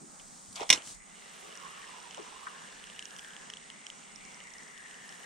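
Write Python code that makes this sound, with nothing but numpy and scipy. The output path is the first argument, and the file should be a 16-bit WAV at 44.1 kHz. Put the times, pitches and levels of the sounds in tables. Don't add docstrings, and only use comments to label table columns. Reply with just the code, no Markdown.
import sys
import numpy as np
from scipy import signal
from scipy.fft import rfft, irfft
from scipy.io import wavfile

SR = 44100
rng = np.random.default_rng(int(sys.argv[2]) if len(sys.argv) > 2 else 0)


def master(y):
    cut = np.clip(np.atleast_2d(y).T, -1, 1)
    pcm = np.round(cut * 32767)
    wavfile.write(sys.argv[1], SR, pcm.astype(np.int16))


N = 231657
T = np.arange(N) / SR
FREQS = np.maximum(np.arange(N // 2 + 1) * SR / N, 1)
TOP_HZ = 15800
MESHES_PER_TICK = 2.8

# [f/Hz, correlation]
PORT_CORRELATION = [(50, -0.19), (250, 0.39), (750, -0.24), (1500, -0.21), (2800, 0.81), (4200, 0.82),
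                    (6500, 0.12), (9000, 0.016)]
# [f/Hz, relative level/dB]
AIR_SPECTRUM = [(20, -11), (45, -7.5), (70, -18), (108, -29), (160, 2), (230, 0), (330, -7.5), (560, -6),
                (770, -0.5), (980, -4), (1250, -3), (2200, -13), (3500, -24.5), (6500, -6), (8400, -13),
                (11500, -37.5), (15000, -36)]
# [f/Hz, width/Hz, level/dB, left minus right/dB]
HISS_BANDS = [(6860, 100, -64.5, -3.5), (7940, 150, -65.5, 2), (8420, 360, -60, -6.5)]
# [peak t/s, level/dB, rise/s, fall/s]
STROKES = [(.36, -55, .42, 0.33), (.58, -51, 0.059, 0.06), (.755, -43.5, 0.063, 0.036),
           (.895, -45, 0.06, 0.06)]
# [f/Hz, relative level/dB]
STROKE_SPECTRUM = [(500, -10.5), (2800, -14), (5500, -7), (8200, -2.5), (9200, -7.5), (10400, -14),
                   (11500, -23.5), (15000, -32)]
# [onset t/s, centre f/Hz, nominal width/Hz, level/dB, time to peak/s]
KNOCKS = [(0, 232, 200, -53, 0.029), (0.197, 2700, 1200, -54.5, .004), (0.527, 6000, 5000, -47, 0.0024),
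          (.47, 70, 80, -62, 0.021), (0.556, 4650, 5000, -38, 0.0042), (0.557, 880, 620, -46.5, 0.015),
          (0.592, 860, 400, -42, 0.013), (0.61, 700, 605, -44.5, 0.019), (0.63, 870, 600, -33, 0.001),
          (.915, 38, 25, -59, 0.03), (1.405, 487, 300, -57, 0.066), (2.174, 718, 604, -43, 0.0089),
          (2.184, 390, 150, -43.5, 0.012), (2.466, 1350, 600, -37, 0.006), (4.108, 203, 109, -60, 0.05)]
# [t/s, relative body level/dB, relative ping level/dB]
CLEAR_TICKS = [(0.1967, -44.5, -58), (.7757, -32, -56), (.8205, -35.5, -58), (.8406, -50, -50),
               (.875, -41, -48), (1.5535, -52, -45), (1.574, -54, -41.5), (2.0015, -42, -48),
               (2.109, -37, -49), (2.146, -33, -43), (2.173, -41, -50), (2.8397, -36, -61),
               (2.8698, -44, -50), (2.8995, -38, -61), (2.9617, -41, -53), (2.9924, -30, -41),
               (3.0247, -35.5, -48), (3.0545, -37, -38.5), (3.1077, -42.5, -49), (3.1639, -37, -47),
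               (3.187, -37, -46), (3.193, -36, -45), (3.2461, -37, -50), (3.3059, -41, -57),
               (3.334, -39, -56), (3.365, -35.5, -52), (3.5004, -31, -44), (3.5367, -33.5, -50),
               (3.570, -35.5, -54), (3.701, -32, -56), (3.8664, -29, -42.5), (3.9008, -32.5, -45),
               (4.159, -59, -44), (4.251, -56, -46.5), (4.3442, -54, -46.5), (4.403, -40.5, -54),
               (4.438, -54, -48), (4.471, -56, -49.5), (4.504, -56, -49), (4.537, -56, -45.5),
               (4.6333, -62, -45.5), (4.7771, -40.5, -46.5), (4.911, -41, -54), (4.943, -43, -54),
               (5.0913, -40, -47), (5.124, -42, -49), (5.201, -40, -63), (5.233, -39.5, -60)]
# [t/s, relative body level/dB, relative ping level/dB]
FAINT_TICK_LEVELS = [(1.5, -54, -52), (2.7, -52, -65), (3.2, -56, -57), (3.8, -48, -64), (4.5, -61, -51),
                     (5.0, -58, -60)]
# [t/s, tick rate/(1/s)]
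REEL_SPEED = [(2.15, 40), (3.0, 34), (3.35, 35), (3.5, 27), (3.87, 29.3), (5.2, 32.2)]
# [nominal f/Hz, relative level/dB, left minus right/dB]
TICK_BODY_MODES = [(1750, -20, 0), (2680, -14.5, -1), (3060, 0, -1)]
# [nominal f/Hz, relative level/dB, left minus right/dB]
TICK_PING_MODES = [(5364, -4.5, -9), (5670, -0.5, -12), (6800, -3, -3), (8270, -7, -4)]
# [f/Hz, relative level/dB]
CONTACT_SPECTRUM = [(500, -3), (1800, 23), (3000, 18.5), (4500, 18.5), (5600, 14),
                    (7000, 21), (10000, 12.5), (14000, -15)]
# [t/s, level/dB]
GRATE_LEVEL = [(.553, -58), (.57, -43), (.58, -49), (.6, -47), (.628, -44), (.642, -50.5), (.657, -53.5),
               (.69, -52)]
# [f/Hz, relative level/dB]
GRATE_SPECTRUM = [(1500, -17), (2300, -3), (2750, -9.5), (3350, -3), (4400, -13), (9000, -28), (14000, -43)]
# [t/s, mean f/Hz, level/dB]
CREAK_GLIDE = [(.598, 998, -38), (.608, 750, -39), (.612, 360, -33), (.617, 340, -33), (.623, 816, -35.5),
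               (.645, 620, -46)]
# [t/s, relative level/dB, crack t60/s]
BLOWS = [(0.6057, -23.5, 0.012), (.6305, -30, .013), (0.6922, -14.5, 0.0176), (.7019, 3.5, 0.029),
         (.7035, -4.5, 0.032), (0.7142, -10, 0.012), (0.7271, -1.5, 0.022), (0.7287, -8.5, 0.018),
         (0.7347, -10.5, .026), (.746, -20, .03), (.759, -28, .016), (.7695, -35, .012)]
# [f/Hz, t60/s, relative level/dB, left minus right/dB, phase between ports/rad]
METAL_MODES = [(1047, 0.1, -24.5, -11, 1.1), (1940, 0.06, -17, 3, 0.52), (2108, 0.065, -13, -5, 0.78),
               (2204, 0.06, -16, 3, 1.1), (2450, 0.093, -20, 3, 0.96), (2881, 0.033, -6.5, -3, 0.37),
               (2956, 0.053, -11, 0, .3), (3131, 0.072, -21, -4, 0.11), (3530, 0.06, -16, 0, 0.45),
               (3680, 0.067, -13, 2, 0.12), (4091, 0.083, -17, 0, 0.72), (5430, 0.06, -12, -10, 0.66),
               (5410, 0.044, -11, -10, 0.69), (5675, 0.035, -8.5, -4.5, 0.38),
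               (5920, 0.044, -12.5, -13, .5), (6140, 0.06, -14, -5, 0.41), (6500, 0.065, -18, 2, 1.1),
               (7800, 0.049, -18, 3, 1.4)]
# [f/Hz, relative left level/dB, relative right level/dB]
CRACK_SPECTRUM = [(101, -37, -35), (400, -27, -22), (680, -24, -11), (1140, -13, -0.5), (1550, -11, -16.5),
                  (2060, 1, 3), (2500, -4.5, -0.5), (3420, 0, 1.5), (4800, -8, -7.5), (5600, -6, 8.5),
                  (7250, -2, -9), (8930, -9, -3.5), (10900, -14, -21.5), (11400, -29, -35)]
# [f/Hz, correlation]
CRACK_CORRELATION = [(200, 0.97), (900, -0.24), (2100, 0.78), (4000, 1.0), (6000, 0.28), (8000, -0.19)]
# [f/Hz, relative level/dB]
SCATTER_SPECTRUM = [(100, -17), (300, 7), (1000, 14), (3200, 10.5), (7000, -21), (14000, -32)]
# [f/Hz, correlation]
THUMP_CORRELATION = [(200, 1.0), (900, 0.84)]
# [t/s, relative level/dB]
EFFORT = [(1.0, -70.5), (1.18, -58.5), (1.32, -57), (1.83, -55), (2.04, -55.5), (2.17, -55.5),
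          (2.99, -57.5), (4.02, -61.5), (4.35, -59), (4.59, -61.5), (5.02, -59.5), (5.25, -58)]
# [f/Hz, relative left level/dB, relative right level/dB]
GEAR_SPECTRUM = [(153, -45, -28), (422, -2, 0), (860, -23.5, -11), (1930, -3.5, -9), (2800, -6.5, -3.5),
                 (3530, -6.5, -5.5), (4530, -12.5, -11), (5900, -13, -7), (6750, -23, -23),
                 (7400, -26, -26), (8250, -17, -9), (8400, -30, -27), (15000, -42, -47)]
# [f/Hz, width/Hz, mean level against effort/dB]
GEAR_RESONANCES = [(796, 210, -10), (1260, 420, -4), (2100, 190, -12), (2853, 150, -7.5)]
# [t/s, mean level against effort/dB]
FIZZ_LEVEL = [(1.2, -10.5), (2.1, -12.5), (2.8, -13), (3.2, -4.5), (3.7, -31), (4.3, -11), (5.25, -7.5)]
# [f/Hz, relative level/dB]
FIZZ_SPECTRUM = [(2000, -7), (6000, -3.5), (10200, 9.0), (11500, -4.0), (13000, -2.5), (15500, -13)]
# [t/s, mean f/Hz, mean level/dB]
ROLLER_RUB = [(1.0, 1195, -79), (1.55, 1130, -61), (1.66, 1087, -50), (1.79, 1171, -57.5),
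              (1.89, 1041, -53), (2.12, 960, -60), (2.47, 1102, -53.5), (2.8, 1002, -71)]
# [t/s, mean f/Hz, mean level/dB]
GUIDE_RUB = [(1.1, 2090, -62), (1.4, 1850, -63), (1.78, 1820, -55.5), (2.0, 1895, -63), (2.42, 1740, -66),
             (2.53, 1678, -55), (2.9, 1755, -59.5), (3.15, 1697, -55), (3.36, 1703, -55),
             (3.58, 1900, -61.5), (3.8, 2062, -55.5), (3.98, 2120, -64), (4.22, 2222, -57.5),
             (4.76, 1836, -53), (5.25, 1853, -54.5)]


def undb(db):
    return 10 ** (np.asarray(db) / 20)


def unit(x):
    return x / np.sqrt(np.mean(x ** 2))


def curve(rows, axis=1):
    rows = np.array(rows)
    return np.interp(T, rows[:, 0], rows[:, axis])


def pan(db):
    return undb(np.array([[db], [-db]]) / 2)


def over_hz(rows):
    hz, *columns = np.transpose(rows)
    return np.array([np.interp(np.log(FREQS), np.log(hz), c) for c in columns])


def colour(x, rows):
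    gain = unit(undb(over_hz(rows)))
    cepstrum = irfft(np.log(gain), N)
    cepstrum[:, 1:N // 2] *= 2
    cepstrum[:, N // 2:] = 0
    return irfft(rfft(x) * np.exp(rfft(cepstrum)), N)


def band(x, hz, width):
    b, a = signal.iirpeak(hz, hz / (1.5 * width), SR)
    once = signal.lfilter(b, a, x)
    return signal.lfilter(b, a, once)


def noise(likeness=PORT_CORRELATION):
    alike = np.clip(over_hz(likeness), -.95, .95)
    mid, side = rfft(rng.standard_normal((2, N)))
    common = mid * np.sqrt(1 + alike)
    opposed = side * np.sqrt(1 - alike) * np.array([[1], [-1]])
    return unit(irfft(common + opposed, N))


def walk(rate):
    return unit(irfft(rfft(rng.standard_normal(N)) / (1 + (FREQS / rate) ** 4), N))


def grains(db, rate):
    return undb(db * walk(rate))


def fade(s, t60):
    return (T >= s) * np.exp(-np.log(1000) * np.clip((T - s) / t60, 0, 2))


def outdoors(air_db=-57, rush_db=-67.5, waver_db=2.3, buffet_db=-76, buffet_waver_db=4):
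    air = undb(air_db + 1.7 * walk(5.5)) * colour(noise(), AIR_SPECTRUM)
    rush = undb(rush_db + waver_db * walk(4.6)) * unit(band(noise(), 187.6, 68))
    buffet = undb(buffet_db + buffet_waver_db * walk(4.2)) * unit(band(noise(), 32, 26))
    source, hiss = noise(), 0
    for hz, width, db, pan_db in HISS_BANDS:
        hiss = hiss + undb(db) * pan(pan_db) * unit(band(source, hz, width))
    return air + rush + buffet + hiss


def sleeve(grain_db=2.0):
    power = 0
    for s, db, rise, fall in STROKES:
        distance = (T - s) / np.where(T < s, rise, fall)
        power = power + undb(db) ** 2 * np.exp(-2 * distance ** 2)
    return np.sqrt(power) * colour(noise() * unit(grains(grain_db, 460)), STROKE_SPECTRUM)


def bumps():
    source, out = noise(), np.zeros((2, N))
    for s, hz, width, db, length in KNOCKS:
        span = slice(int(s * SR), int(s * SR) + SR // 2)
        push = np.clip((T[span] - s) / length, 0, 20)
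        edges = np.clip(hz * np.exp(np.array([-1, 1]) * 0.55 * width / hz), 10, TOP_HZ)
        bandpass = signal.butter(3, edges, "band", fs=SR, output="sos")
        body = signal.sosfilt(bandpass, source[:, span])
        out[:, span] += undb(db) * push * np.exp(1 - push) * unit(body)
    return out


def beat():
    return np.cumsum(curve(REEL_SPEED)) / SR


def tick_events(spread_db=3):
    beats = np.flatnonzero(np.diff(np.floor(beat())) > 0)
    scatter = spread_db * rng.standard_normal((256, 2))
    levels = np.array([curve(FAINT_TICK_LEVELS), curve(FAINT_TICK_LEVELS, axis=2)]).T
    faint = []
    for i, chance in zip(beats, scatter):
        gap = min(abs(T[i] - tick[0]) for tick in CLEAR_TICKS)
        if T[i] > FAINT_TICK_LEVELS[0][0] and gap > 1 / 50:
            faint.append((T[i], *(levels[i] + chance)))
    return CLEAR_TICKS + faint


def ticks(body_db=-3.0, ping_db=-1, snap_db=-6, rasp_db=-11, peak_s=0.00093, peak_spread=0.11,
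          detune_spread=0.023, mode_spread_db=1.85):
    age = T[:SR // 50]
    out, contact = np.zeros((2, N + len(age))), np.zeros(N + len(age))
    hz, mode_db, pan_db = np.transpose(TICK_BODY_MODES + TICK_PING_MODES)
    ports = undb(np.array([pan_db, -pan_db]) / 2)
    mode_counts = [len(TICK_BODY_MODES), len(TICK_PING_MODES)]
    chances = rng.standard_normal((256, 4, len(hz)))
    for (s, low_db, high_db), (detune, weight, phase, stretch) in zip(tick_events(), chances):
        span = slice(int(s * SR), int(s * SR) + len(age))
        progress = age / (peak_s * np.exp(peak_spread * stretch[0]))
        push = (progress * np.exp(1 - progress)) ** 2
        drive_db = np.repeat([low_db + body_db, high_db + ping_db], mode_counts)
        gains = ports * undb(drive_db + mode_db + mode_spread_db * weight)
        cycles = np.outer(hz * (1 + detune_spread * detune), age) + phase[:, None]
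        out[:, span] += push * (gains @ np.sin(2 * np.pi * cycles))
        contact[span] += push * np.hypot(undb(high_db + snap_db), undb(low_db + rasp_db))
    return out[:, :N] + colour(noise() * contact[:N], CONTACT_SPECTRUM)


def grate(grain_db=5):
    on = (T > GRATE_LEVEL[0][0]) & (T < GRATE_LEVEL[-1][0])
    grainy = noise() * unit(grains(grain_db, 600))
    return on * undb(curve(GRATE_LEVEL)) * colour(grainy, GRATE_SPECTRUM)


def hinge(rough=0.1815):
    hz = curve(CREAK_GLIDE) * (1 + rough * walk(408))
    on = (T > CREAK_GLIDE[0][0]) & (T < CREAK_GLIDE[-1][0])
    tone = np.sin(2 * np.pi * np.cumsum(hz) / SR)
    return on * undb(curve(CREAK_GLIDE, axis=2)) * tone * pan(-1.6)


def bail(crack_db=-11, ring_db=-12, shore_db=-42, shore_t60=0.36):
    metal, crack, scatter = np.zeros((2, N)), 0, 0
    age, ring = T[:SR // 5], []
    for hz, t60, db, pan_db, phase in METAL_MODES:
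        angle = 2 * np.pi * hz * age + np.array([[phase], [0]])
        ring.append(undb(db) * pan(pan_db) * np.exp(1j * angle - np.log(1000) * age / t60))
    ring = np.array(ring)
    for s, db, t60 in BLOWS:
        start = np.exp(2j * np.pi * rng.random(len(ring)))
        span = slice(int(s * SR), int(s * SR) + len(age))
        metal[:, span] += undb(db) * np.tensordot(start, ring, 1).imag
        crack = crack + (undb(db) * fade(s, t60)) ** 2
        scatter = scatter + (undb(db) * fade(s + 0.012, shore_t60)) ** 2
    shore = colour(noise() * np.sqrt(scatter), SCATTER_SPECTRUM)
    shock = colour(noise(CRACK_CORRELATION) * np.sqrt(crack), CRACK_SPECTRUM)
    return undb(crack_db) * shock + undb(ring_db) * metal + undb(shore_db) * shore


def thump(hz=337, width_hz=550, level_db=-41, t60=0.21):
    power = sum((undb(db) * fade(s, t60)) ** 2 for s, db, _ in BLOWS)
    rod = unit(band(noise(THUMP_CORRELATION), hz, width_hz))
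    return undb(level_db) * np.sqrt(power) * rod


def rub(rows, flutter_hz, patchy_db, core_db, grain_db=2.5, wander=.015):
    hz = curve(rows) * (1 + wander * walk(14))
    carrier = np.exp(2j * np.pi * np.cumsum(hz) / SR)
    white = rng.standard_normal((2, N)) + 1j * rng.standard_normal((2, N))
    flutter = signal.lfilter(*signal.butter(2, flutter_hz, fs=SR), white)
    grainy = flutter / np.std(flutter) * unit(grains(grain_db, 90))
    friction = grainy + undb(core_db) * walk(18.4)
    return undb(curve(rows, axis=2) + patchy_db * walk(19)) * unit((friction * carrier).real)


def reel(whirr_db=2.0, strand_waver_db=2.1, fizz_waver_db=1.4, mesh_depth=0.11, grain_db=2.5):
    effort = curve(EFFORT)
    turning = np.clip((T - .9) / 0.092, 0, 1)
    teeth = 1 + mesh_depth * np.sin(2 * np.pi * MESHES_PER_TICK * beat())
    pulsed = noise() * unit(teeth * grains(grain_db, 960))
    gears = undb(effort + whirr_db) * colour(pulsed, GEAR_SPECTRUM)
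    for hz, width, db in GEAR_RESONANCES:
        strand = unit(band(noise(), hz, width))
        gears = gears + undb(effort + db + strand_waver_db * walk(16)) * strand
    sparks = unit(teeth * grains(6.5, 830))
    fizz_db = effort + curve(FIZZ_LEVEL) + fizz_waver_db * walk(3.5)
    fizz = undb(fizz_db) * colour(noise() * sparks, FIZZ_SPECTRUM)
    roller = rub(ROLLER_RUB, flutter_hz=140, patchy_db=1, core_db=-6) * pan(-8.0)
    guides = rub(GUIDE_RUB, flutter_hz=185, patchy_db=1.27, core_db=-10.5) * pan(3.9)
    return turning * (gears + fizz + roller + guides)


def scene():
    surroundings_and_contacts = outdoors() + sleeve() + bumps() + ticks()
    closing = grate() + hinge() + bail() + thump()
    return surroundings_and_contacts + closing + reel()


def record(dry):
    lowpass = signal.ellip(10, .2, 80, TOP_HZ, fs=SR, output="sos")
    return signal.sosfilt(lowpass, np.clip(dry, -1, 1))


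dry = scene()
out = record(dry)
master(out)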